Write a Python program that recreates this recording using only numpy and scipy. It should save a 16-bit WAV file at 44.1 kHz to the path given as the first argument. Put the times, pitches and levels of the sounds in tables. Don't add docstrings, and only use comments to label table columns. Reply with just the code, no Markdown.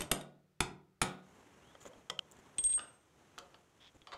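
import sys
import numpy as np
from scipy import signal
from scipy.fft import rfft, irfft
from scipy.io import wavfile
from scipy.ndimage import uniform_filter1d

SR = 44100
rng = np.random.default_rng(int(sys.argv[2]) if len(sys.argv) > 2 else 0)


def master(y):
    cut = np.clip(np.atleast_2d(y).T, -1, 1)
    pcm = np.round(cut * 32767)
    wavfile.write(sys.argv[1], SR, pcm.astype(np.int16))


N = 184179
T = np.arange(SR) / SR

# (frequency [Hz], relative level [dB], unshortened t60 [s])
POST_MODES = [(147.6, -22, 0.87), (186, -23, 0.98), (243, -28, 0.1), (366, -26.5, 0.8),
              (445.5, -25.5, 0.36)]
# (frequency [Hz], level per Hz [dB])
CLANK_COLOUR = [(60, -10), (300, -22.5), (550, -15.5), (1300, 4), (2000, -6), (3000, 1.5), (5000, -11),
                (8000, -21), (15000, -48)]


def gain_of(db):
    return np.exp(np.maximum(db, -300) * (np.log(10) / 20))


def evened(x):
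    return x / np.sqrt(np.mean(x ** 2) + 1e-20)


def read(points, hz):
    f, value = np.transpose(points)
    return np.interp(np.log(hz + 1), np.log(f + 1), value)


def add(mix, s, sound):
    start = round(s * SR)
    sound = sound[max(-start, 0):]
    part = mix[max(start, 0):][:len(sound)]
    part += sound[:len(part)]


def slope_db(hz, tilt):
    return tilt * np.log2(np.maximum(hz, 300) / 3000)


def noise(spectrum, size, tilt=0):
    hz = np.fft.rfftfreq(size, 1 / SR)
    phase = np.exp(2j * np.pi * rng.random(len(hz)))
    level_db = read(spectrum, hz) + slope_db(hz, tilt)
    return evened(irfft(gain_of(level_db) * phase, size))


def contact(spectrum, crest_s, fall_s, size=2048):
    t = T[:size]
    rise = np.minimum(t / crest_s, 1)
    fall = np.exp(-np.maximum(t - crest_s, 0) / fall_s)
    return np.pad(noise(spectrum, size)[:size] * rise * fall, (0, SR - size))


def favour(x, hz, db, width=0.026):
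    b, a = signal.iirpeak(min(hz, .45 * SR), 1 / width, fs=SR)
    return x + (gain_of(db) - 1) * signal.lfilter(b, a, x)


def ring(modes, rise_s, pitch=1):
    clock = np.cumsum(pitch * np.ones(SR)) / SR
    waves = 0
    for hz, db, t60 in modes:
        waves = waves + gain_of(db - 60 * T / t60) * np.sin(2 * np.pi * hz * clock)
    return waves * (1 - np.exp(-T / rise_s))


def hall(x, length=1, delay_s=0.0069):
    # (frequency [Hz], t60 [s])
    hall_decay = [(60, 0.2), (170, 0.6), (400, 0.68), (1200, 0.49), (3000, 0.38), (7000, 0.31),
                  (11000, 0.25), (15000, .18)]
    # (frequency [Hz], level [dB])
    hall_colour = [(50, -10), (100, -4), (170, 1), (240, -0.5), (480, 6.5), (700, 4), (1200, -4),
                   (3000, -5.5), (8000, -3), (15000, -7.5)]
    hz, t, z = signal.stft(rng.choice([-1., 1.], SR), SR, nperseg=256)
    fall_db = 60 * t / (length * read(hall_decay, hz)[:, None])
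    z = z * gain_of(read(hall_colour, hz)[:, None] - fall_db)
    tail = signal.istft(z, SR, nperseg=256)[1][:SR]
    near = 1 + 1.0 * np.exp(-T / 0.0086)
    onset = 1 - np.exp(-(T / delay_s) ** 2)
    tail = tail * near * onset / np.sqrt(0.028 * SR)
    return signal.fftconvolve(x, tail)[:SR]


def taps(rows, spectrum, modes, modes_db, crest_s, fall_s, length):
    out, hz = np.zeros(N), np.fft.rfftfreq(SR, 1 / SR)
    tone = gain_of(modes_db) * ring(modes, crest_s)
    for s, db, tilt, room_db in rows:
        tap = contact(spectrum, crest_s, fall_s) + tone
        coloured = irfft(rfft(tap) * gain_of(slope_db(hz, tilt)), SR) * (T < .5)
        tap = coloured * np.linalg.norm(tap) / np.linalg.norm(coloured)
        add(out, s, gain_of(db) * (tap + gain_of(room_db) * hall(tap, length)))
    return out


def rub(spectrum, length, tilt=0, grit_db=3):
    size = int(length * SR)
    grit = gain_of(grit_db * evened(uniform_filter1d(rng.standard_normal(SR), size=80)))
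    return evened((noise(spectrum, SR, tilt) * grit)[:size]) * signal.windows.tukey(size, .5)


def chatter(rise_s=.006):
    # (frequency [Hz], level per Hz [dB])
    clatter_colour = [(300, -24), (880, 2.5), (1300, 3), (1750, -5.5), (2400, -3), (3000, -6.5),
                      (3700, 0.5), (4300, -14), (8000, -28)]
    level_db, t60_s = -22.5, 0.39
    envelope = gain_of(level_db - 60 * T / t60_s) * (1 - np.exp(-T / rise_s))
    return envelope * noise(clatter_colour, SR)


def hammering():
    # (time [s], level [dB], band favoured by the spot struck [Hz], its lift [dB],
    # share reaching the plate and its chatter [dB], share reaching the post [dB])
    blows = [(-0.035, -25, 600, 15, -8.5, -5.5), (0.005, -36, 8500, 19, -7, -9.5),
             (0.0168, -35, 3050, 9, -6.5, -7), (0.1137, -20.5, 8600, 12, -8.5, -4),
             (0.21, -48.5, 3700, 16, 1.5, -6), (0.604, -23.5, 2510, 6.5, -13.5, -2.5),
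             (1.0153, -21.5, 2280, 4.5, 2, -1), (1.0263, -32, 3560, 14.5, -5, 2)]
    # (frequency [Hz], level per Hz [dB])
    crack_colour = [(40, -3.5), (150, 7.5), (320, 0.5), (620, -6.5), (900, -2.5), (1250, 2.5), (1650, -4),
                    (2400, 0.5), (3700, -4), (4700, -9), (6600, -6.5), (9000, -8), (12000, -23.5),
                    (15500, -33.5)]
    # (frequency [Hz], relative level [dB], t60 [s])
    bolt_modes = [(3678, -7, 0.051), (3220, -18.5, 0.017), (7300, -12, 0.035), (11360, 2.5, 0.025),
                  (11340, -12.5, 0.022)]
    # (frequency [Hz], relative level [dB], t60 [s])
    plate_modes = [(873, -6, 0.12), (960, -14, 0.27), (1148, -8, .1), (1266, -10.5, 0.21),
                   (1230, -26.5, 0.64), (1453, -20, 0.51), (2324, -17, .18), (2960, -18, 0.16),
                   (3590, -20, 0.19), (3780, -19.5, .26), (5100, -4, 0.015), (8270, -15, 0.065),
                   (8510, -7, 0.085), (8400, -8, 0.07)]
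    # (frequency [Hz], relative level [dB], t60 [s])
    thud_modes = [(48.3, -8.5, 0.097), (84, -14.5, 0.066), (160.6, -12, 0.13), (308, -3, 0.074),
                  (380, -7, 0.066)]
    squeal_ref_hz = 11300
    squeal_first_hz, squeal_sag_hz_per_s = 11200, 620
    thud_db, thud_softness = -4, .15
    room_db, ring_length = -3, 0.77
    out, plate, thud = np.zeros(N), ring(plate_modes, 0.0018), ring(thud_modes, 0.0023)
    hum = ring([(hz, level, t60 * ring_length) for hz, level, t60 in POST_MODES], 0.012)
    hardest_db = max(row[1] for row in blows)
    for s, db, spot_hz, spot_db, plate_db, post_db in blows:
        crack = favour(contact(crack_colour, crest_s=0.0023, fall_s=0.0034), spot_hz, spot_db)
        grip = 1 + .022 * evened(uniform_filter1d(rng.standard_normal(SR), size=40))
        squeal_hz = squeal_first_hz - squeal_sag_hz_per_s * s
        bolt = ring(bolt_modes, 0.002, grip * squeal_hz / squeal_ref_hz)
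        steel = gain_of(-2.5) * bolt + gain_of(plate_db - 9.0) * plate + gain_of(plate_db) * chatter()
        blow_thud_db = thud_db + thud_softness * (hardest_db - db)
        body = gain_of(blow_thud_db) * thud + gain_of(post_db) * hum
        sent = gain_of(1.0) * crack + gain_of(-4.5) * steel + gain_of(-19) * body
        echo = hall(sent, ring_length)
        add(out, s, gain_of(db) * (crack + steel + body + gain_of(room_db) * echo))
    return out


def hall_air(level_db=-76.5):
    # (frequency [Hz], level per Hz [dB])
    air_colour = [(15, -53), (25, -14.5), (163, 2), (250, -14), (326, -4), (1030, -21), (1280, -13.5),
                  (1460, -18), (9770, -31), (15000, -33.5)]
    return gain_of(level_db) * noise(air_colour, N)


def movement(rise_s=.17, fall_s=0.2):
    # (time [s], length before the fall [s], strength [dB])
    moves = [(1.16, 0.81, -67), (2.152, 0.69, -67), (3.035, 0.51, -70), (3.601, .55, -74.5)]
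    t = np.arange(N) / SR
    swells = []
    for s, length, db in moves:
        rise = np.clip((t - s) / rise_s, 0, 1)
        fall = np.exp(-np.maximum(t - s - length, 0) / fall_s)
        swells.append(gain_of(db) * rise * fall)
    return np.linalg.norm(swells, axis=0)


def jacket(grain_db=1.0, body_db=3):
    # (frequency [Hz], level per Hz [dB])
    cloth_colour = [(35, -37), (60, 0.5), (364, 0), (648, -4.5), (895, -4), (1390, -7.5), (2650, -14),
                    (3050, -14), (4730, -25), (6380, -18), (13100, -33.5), (15000, -52.5)]
    # (time [s], length [s], first frequency [Hz], last frequency [Hz], level [dB])
    zips = [(1.23, 0.23, 6200, 7500, -84), (1.602, 0.15, 2520, 3490, -71)]
    fizz_db, fizz_follow = -75, 0.58
    grain = gain_of(grain_db * evened(uniform_filter1d(rng.standard_normal(N), size=300)))
    cloth = noise(cloth_colour, N) * grain
    body = signal.sosfiltfilt(signal.butter(2, 3200, fs=SR, output="sos"), cloth)
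    arm = movement()
    fizz_level = gain_of(fizz_db) * (arm / arm.max()) ** fizz_follow
    out = gain_of(body_db) * arm * evened(body) + fizz_level * evened(cloth - body)
    for start, length, first_hz, last_hz, db in zips:
        size = int(length * SR)
        waver = 1 + 0.032 * evened(uniform_filter1d(rng.standard_normal(N), size=40))[:size]
        hz = first_hz + (last_hz - first_hz) * np.sin(np.linspace(0, np.pi / 2, size))
        tone = np.sin(2 * np.pi * np.cumsum(hz * waver) / SR)
        add(out, start, gain_of(db) * tone * signal.windows.tukey(size, .5))
    return out


def laying_down(hum_db=-36):
    # (time [s], level [dB], brightness [dB per octave], room [dB])
    knocks = [(1.7508, -50, -3.5, -12), (1.8135, -57, 1.5, -19), (1.853, -46, -5.5, -3),
              (1.9325, -55, -2, -3), (2.0988, -32.5, 3.5, -17.5), (2.103, -39, 1, -0.5)]
    # (frequency [Hz], level per Hz [dB])
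    knock_colour = [(50, -17), (170, 7.5), (300, -7), (550, 10), (800, 1), (1300, 3.5), (2200, -5),
                    (3100, -3), (4500, -7), (7000, -8.5), (10000, -23.5), (15000, -38)]
    # (frequency [Hz], relative level [dB], t60 [s])
    head_modes = [(1040, -3, 0.028), (1276, 3, 0.032), (1970, -3, 0.041), (3207, 5.5, 0.029),
                  (3274, -5, 0.037), (3470, 3, 0.019), (4400, -28, 0.011)]
    # (time [s], level [dB])
    handle = (2.1897, -34)
    out = taps(knocks, knock_colour, head_modes, modes_db=-3.5, crest_s=0.0013, fall_s=0.0024, length=0.74)
    hardest = max(knocks, key=lambda row: row[1])
    add(out, hardest[0], gain_of(hum_db) * ring(POST_MODES, 0.0017) * np.exp(-T / .19))
    s, db = handle
    clack = favour(contact(knock_colour, crest_s=0.0025, fall_s=0.0012), hz=3020, db=15, width=0.15)
    add(out, s, gain_of(db) * clack)
    return out


def scuffs():
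    # (time [s], length [s], level [dB], brightness [dB per octave])
    scuff_rows = [(1.801, 0.05, -62, -0.5), (1.846, 0.044, -56, -4), (1.943, 0.064, -63, -8),
                  (2.385, 0.017, -62, -5), (3.941, 0.034, -61, -6.5)]
    # (frequency [Hz], level per Hz [dB])
    scuff_colour = [(100, -4), (400, -3), (1500, -4.5), (3500, -4), (5200, -10), (7000, 10.5), (9000, -7),
                    (15000, -13)]
    out = np.zeros(N)
    for s, length, db, tilt in scuff_rows:
        add(out, s, gain_of(db) * rub(scuff_colour, length, tilt))
    return out


def threading(count=3):
    # (time [s], level [dB],
    # brightness [dB per octave])
    ticks = [(2.314, -50, 22.5), (2.3207, -52, 20), (2.583, -33, 4), (2.589, -37.5, -7), (2.6398, -34, 9.5),
             (2.6665, -46, -0.5), (2.368, -60, 10.5), (3.878, -56, -5), (4.0177, -54, -5.5),
             (4.022, -57, -9)]
    # (time [s], level [dB])
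    skips = [(2.6934, -48), (2.7236, -45)]
    # (frequency [Hz], level per Hz [dB])
    tick_colour = [(60, -13), (400, -24.5), (1500, -16.5), (3300, 3), (5200, -11.5), (7000, -1.5),
                   (10000, -27.5), (15000, -39.5)]
    # (frequency [Hz], relative level [dB], t60 [s])
    thread_modes = [(3304, -1.5, 0.042), (3420, -4.5, 0.037), (3700, -6.5, 0.034), (7300, -11, 0.0054)]
    skip_gap_s, skip_tilt = .0069, 0
    room_db = -10
    runs = [(s + k * skip_gap_s, db, skip_tilt) for s, db in skips for k in range(count)]
    rows = [(s, db, tilt, room_db) for s, db, tilt in ticks + runs]
    return taps(rows, tick_colour, thread_modes, modes_db=-5, crest_s=0.00048, fall_s=.0012, length=1.0)


def washer(depth=0.5, t60=0.4, room_db=-22, flutter_db=-27):
    # (time [s], level [dB], time until the swell's crest [s])
    rings = [(2.583, -30.5, 0.0086), (2.6404, -23.5, 0.028), (2.676, -26, .04), (2.737, -26.5, 0.022),
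             (2.792, -46, 0.037)]
    washer_hz, beat_hz = 8430, 16
    t = np.arange(N) / SR
    s, db, crest = np.transpose(rings)
    last = np.maximum(np.searchsorted(s, t) - 1, 0)
    age = t - s[last]
    pair = abs(1 + depth * np.exp(2j * np.pi * beat_hz * (age - crest[last]))) / (1 + depth)
    decay = gain_of(db[last] - 60 * np.maximum(age, 0) / t60)
    level = uniform_filter1d((age > 0) * pair * decay, size=50)
    tone = np.sqrt(2) * level * np.sin(2 * np.pi * washer_hz * t)
    flutter = noise([(15, -6.5), (38, 2.5), (90, -19.5), (400, -47.5), (2000, -66.5)], N)
    out = tone + gain_of(flutter_db) * level * flutter
    add(out, s[0], gain_of(room_db) * hall(tone[round(s[0] * SR):][:SR], length=0.65))
    return out


def washer_landing():
    # (time [s], level [dB], brightness [dB per octave], room [dB])
    landings = [(2.778, -44, -4, 0), (2.7925, -37.5, 1, 1)]
    # (frequency [Hz], relative level [dB], t60 [s])
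    seat_modes = [(1080, -29.5, 0.11), (1220, -15, 0.14), (1236, -9, 0.11), (1408, -16.5, .22),
                  (1340, -20, 0.2), (1540, -15.5, 0.25), (2925, -3.5, 0.044)]
    return taps(landings, CLANK_COLOUR, seat_modes, modes_db=-0.5, crest_s=0.00077, fall_s=0.0019, length=0.92)


def far_clanks():
    # (time [s], level [dB], brightness [dB per octave], room [dB])
    clanks = [(3.3795, -40.5, -0.5, 0.5), (3.3855, -42, 9.5, -4.5), (3.5432, -49, -1, -2.5),
              (4.0708, -43, 0, 3), (4.119, -44, 0.5, 12), (4.1265, -46, -8, -16), (4.135, -48, 3, -15),
              (4.148, -48, -10, -18)]
    # (frequency [Hz], relative level [dB], t60 [s])
    far_modes = [(468, -13.5, 0.057), (556, -18.5, 0.15), (720, -10, 0.08), (892, -9.5, 0.087),
                 (1136, -1, 0.022), (1322, -4.5, 0.069), (1363, -20, 0.059), (3074, -11, 0.1),
                 (3410, -17, .04), (4600, -12, 0.073)]
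    return taps(clanks, CLANK_COLOUR, far_modes, modes_db=-4.0, crest_s=0.00097, fall_s=0.0023, length=0.77)


def nut_scrape():
    # (time [s], length [s], level [dB])
    scrapes = [(3.789, 0.12, -62)]
    # (frequency [Hz], level per Hz [dB])
    scrape_colour = [(300, -13), (2000, -9), (2800, -9.5), (3350, 5), (4200, -17), (5500, -15.5),
                     (12000, -45)]
    out = np.zeros(N)
    for s, length, db in scrapes:
        add(out, s, gain_of(db) * rub(scrape_colour, length))
    return out


def scene():
    work = hammering() + jacket() + laying_down() + scuffs()
    fitting = threading() + washer() + washer_landing() + nut_scrape()
    return (work + fitting + far_clanks() + hall_air())[None]


def record(dry):
    lowpass = signal.firwin(255, 15800, window=("kaiser", 9), fs=SR)
    return signal.oaconvolve(dry, lowpass[None], "same")


dry = scene()
out = record(dry)
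master(out)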